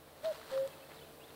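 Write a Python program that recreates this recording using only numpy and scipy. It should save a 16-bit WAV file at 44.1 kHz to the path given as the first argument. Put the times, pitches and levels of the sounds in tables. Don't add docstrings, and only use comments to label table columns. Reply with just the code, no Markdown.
import sys
import numpy as np
from scipy import signal
from scipy.fft import rfft, irfft
from scipy.io import wavfile

SR = 44100
rng = np.random.default_rng(int(sys.argv[2]) if len(sys.argv) > 2 else 0)


def materialize(psi):
    bounded = np.clip(np.atleast_2d(psi).T, -1, 1)
    quanta = np.round(bounded * 32767).astype(np.int16)
    wavfile.write(sys.argv[1], SR, quanta)


N = 59535
T = np.arange(N) / SR


def from_db(db):
    return 10 ** (np.asarray(db) / 20)


def rms_one(x):
    return x / np.sqrt(np.mean(x ** 2) + 1e-20)


def curve(rows):
    return np.interp(T, *np.transpose(rows))


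def drift(rate_hz):
    hop, warmup = 40, 2000
    pole = np.exp(-2 * np.pi * rate_hz * hop / SR)
    noise = rng.standard_normal(N // hop + warmup + 2)
    slow = signal.lfilter([1], [1, -2 * pole, pole * pole], noise)[warmup:]
    return np.interp(np.arange(N) / hop, np.arange(len(slow)), rms_one(slow))


def colour(x, spectrum):
    hz, db = np.transpose(spectrum)
    bins_hz = np.maximum(np.fft.rfftfreq(N, 1 / SR), 1)
    gain = from_db(np.interp(np.log(bins_hz), np.log(hz), db))
    return rms_one(irfft(rfft(x) * gain, N))


def tone(hz):
    return np.sqrt(2) * np.sin(2 * np.pi * np.cumsum(hz) / SR)


def tree_scatter(x):
    t60_s, build_s = 0.57, 0.062
    tail = rng.standard_normal(N) * from_db(-60 * T / t60_s) * np.minimum(T / build_s, 1) ** 2
    return np.std(x) * rms_one(signal.fftconvolve(x, tail)[:N])


def cuckoo():
    # (time [s], pitch [Hz])
    arch = [(.228, 521), (.241, 614), (.26, 653), (.295, 635.4), (.308, 624), (.322, 566)]
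    # (start [s], length [s], level [dB], attack [s], release [s], echo re note [dB])
    notes = [(0.226, 0.0995, -33.5, 0.029, 0.009, -22), (.507, 0.171, -33.7, 0.024, 0.018, -23)]
    low_hz, rise_hz_per_s = 532.5, 50
    sag_db, shimmer_db, jitter = 7.5, 0.65, 0.0019
    pitches_hz = [curve(arch), low_hz + rise_hz_per_s * (T - notes[1][0])]
    out = np.zeros(N)
    for (start_s, length_s, db, attack_s, release_s, echo_db), hz in zip(notes, pitches_hz):
        age_s = T - start_s
        fade_in = np.clip(age_s / attack_s, 0, 1)
        fade_out = np.sin(np.pi / 2 * np.clip((length_s - age_s) / release_s, 0, 1))
        swell_db = -sag_db * np.clip(2 * age_s / length_s - 1, -1, 1) ** 2
        hoot = tone(hz * (1 + jitter * drift(67)))
        note = fade_in * fade_out * from_db(db + swell_db + shimmer_db * drift(40)) * hoot
        out += note + from_db(echo_db) * tree_scatter(note)
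    return out


def rustle():
    # (frequency [Hz], density [dB])
    spectrum = [(300, -7.5), (700, 2.5), (1100, 5), (1750, 1.5), (2350, -6), (3200, -3.5), (4300, -1.5),
                (5300, -10.5), (6500, -14), (9000, -14), (15000, -53)]
    # (time [s], level [dB])
    envelope = [(0, -65.5), (.22, -63.5), (.247, -49), (.28, -53.5), (.31, -54.5), (.35, -52), (.39, -56),
                (.415, -56.5), (.45, -58), (.49, -53.5), (.53, -48), (.59, -55), (.65, -57.5), (.86, -62),
                (.94, -58), (1.05, -62), (1.17, -64.5), (1.31, -61)]
    crackles_per_s, power_share, spread_db = 900, 0.46, 2
    sizes = from_db(spread_db * np.minimum(rng.exponential(1, N), 3))
    signs = rng.choice([-1, 1], N)
    crackles = rms_one(sizes * signs * (rng.random(N) < crackles_per_s / SR))
    mix = np.sqrt(power_share) * crackles + np.sqrt(1 - power_share) * rng.standard_normal(N)
    return from_db(curve(envelope)) * colour(mix, spectrum)


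def ticks():
    # (start [s], onset level [dB], low edge [Hz], high edge [Hz], decay [s])
    bursts = [(0.2462, -47, 790, 4700, 0.0045), (.2568, -43, 3070, 4480, 0.0028),
              (0.3303, -46, 810, 4370, 0.0013), (0.3597, -44, 990, 5540, 0.00047),
              (0.414, -48.5, 895, 2030, 0.003), (0.43, -48, 890, 1900, 0.0018),
              (0.576, -40, 1050, 1750, 0.0024), (0.575, -48.5, 1940, 5000, 0.0038),
              (0.6759, -41.5, 1190, 8200, 0.00078), (0.906, -55, 950, 2450, 0.026),
              (1.305, -51, 1000, 4130, 0.0021)]
    out = np.zeros(N)
    for start_s, db, low_hz, high_hz, decay_s in bursts:
        band = signal.butter(3, [low_hz, high_hz], "band", fs=SR, output="sos")
        burst = rng.choice([-1, 1], N) * (T >= start_s) * np.exp(-np.abs(T - start_s) / decay_s)
        out += from_db(db) * np.std(burst) * rms_one(signal.sosfilt(band, burst + 1e-18))
    return out


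def small_bird():
    # (centre [s], length [s], pitch [Hz], glide [Hz/s], level [dB])
    chirps = [(0.71, 0.028, 3190, -2000, -67), (0.735, .03, 2680, -2000, -62.5),
              (0.811, .03, 3000, 8996.5, -64.5), (0.835, 0.027, 2635, 3015, -62.5),
              (0.97, 0.028, 3950, 5014, -63), (0.989, 0.02, 3524, -28000, -61.5),
              (1.02, .02, 3013, 7993, -59.5), (1.031, 0.016, 3360, -6000, -61),
              (1.04, 0.021, 2580, -3000, -65.5), (1.206, 0.016, 2550, -1, -62.5),
              (1.222, 0.022, 2880, 6014, -60.5), (1.242, 0.026, 3370, 12004, -61.5),
              (1.255, .02, 3830, 14000, -70), (1.294, .022, 3630, -20000, -63.5)]
    echo_db, jitter = -7.5, 0.0219
    out = np.zeros(N)
    for centre_s, length_s, hz, glide_hz_per_s, db in chirps:
        offset_s = np.clip(T - centre_s, -length_s / 2, length_s / 2)
        pitch_hz = (hz + glide_hz_per_s * offset_s) * (1 + jitter * drift(154))
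        out += from_db(db) * np.cos(np.pi * offset_s / length_s) * tone(pitch_hz)
    return out + from_db(echo_db) * tree_scatter(out)


def open_air():
    # (frequency [Hz], density [dB])
    spectrum = [(25, -13.5), (60, -5.5), (120, -7.5), (250, -1), (400, 0), (600, 4), (900, -6), (1400, -16),
                (2300, -13.5), (4200, -19), (6000, -23), (15000, -42)]
    # (time [s], level [dB])
    envelope = [(0, -61), (.18, -58), (.3, -58.5), (.73, -56.5), (.82, -57.5), (1.0, -57), (1.18, -58.5),
                (1.35, -57)]
    return from_db(curve(envelope)) * colour(rng.standard_normal(N), spectrum)


def microphone_hiss():
    # (frequency [Hz], density [dB])
    spectrum = [(3000, -6), (6300, -10.5), (8000, -2), (12000, 0), (15500, 0.5)]
    # (time [s], level [dB])
    envelope = [(0, -64.5), (.19, -65), (.26, -60), (.45, -61.5), (.6, -59), (.8, -62), (1.35, -62.5)]
    return from_db(curve(envelope)) * colour(rng.standard_normal(N), spectrum)


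def distant_drone():
    # (frequency [Hz], level [dB], swell factor [1])
    partials = [(83, -72.5, 0.2), (138, -75, 0.3), (149.3, -71, 0.74), (300.7, -74.5, 0.42),
                (448, -66.5, 1.15)]
    # (time [s], gain [dB])
    swell = [(0, 0.5), (.2, -7.5), (.35, 6), (.45, 4), (.59, 9.5), (.68, 2), (.82, -3), (.92, 2),
             (1.02, 3.5), (1.16, -2), (1.35, -2)]
    waver, flutter_db = 0.0095, 3
    out = np.zeros(N)
    for hz, db, swell_factor in partials:
        flutter = from_db(flutter_db * drift(2.7))
        partial = rms_one(flutter * tone(hz * (1 + waver * drift(14.2))))
        out += from_db(db + swell_factor * curve(swell)) * partial
    return out


def scene():
    return (cuckoo() + small_bird() + rustle() + ticks()
            + open_air() + microphone_hiss() + distant_drone())[None]


def record(dry):
    cutoff_hz = 15800
    lowpass = signal.firwin(601, cutoff_hz, fs=SR, window="blackman")
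    return signal.fftconvolve(dry, lowpass[None], mode="same")


dry = scene()
out = record(dry)
materialize(out)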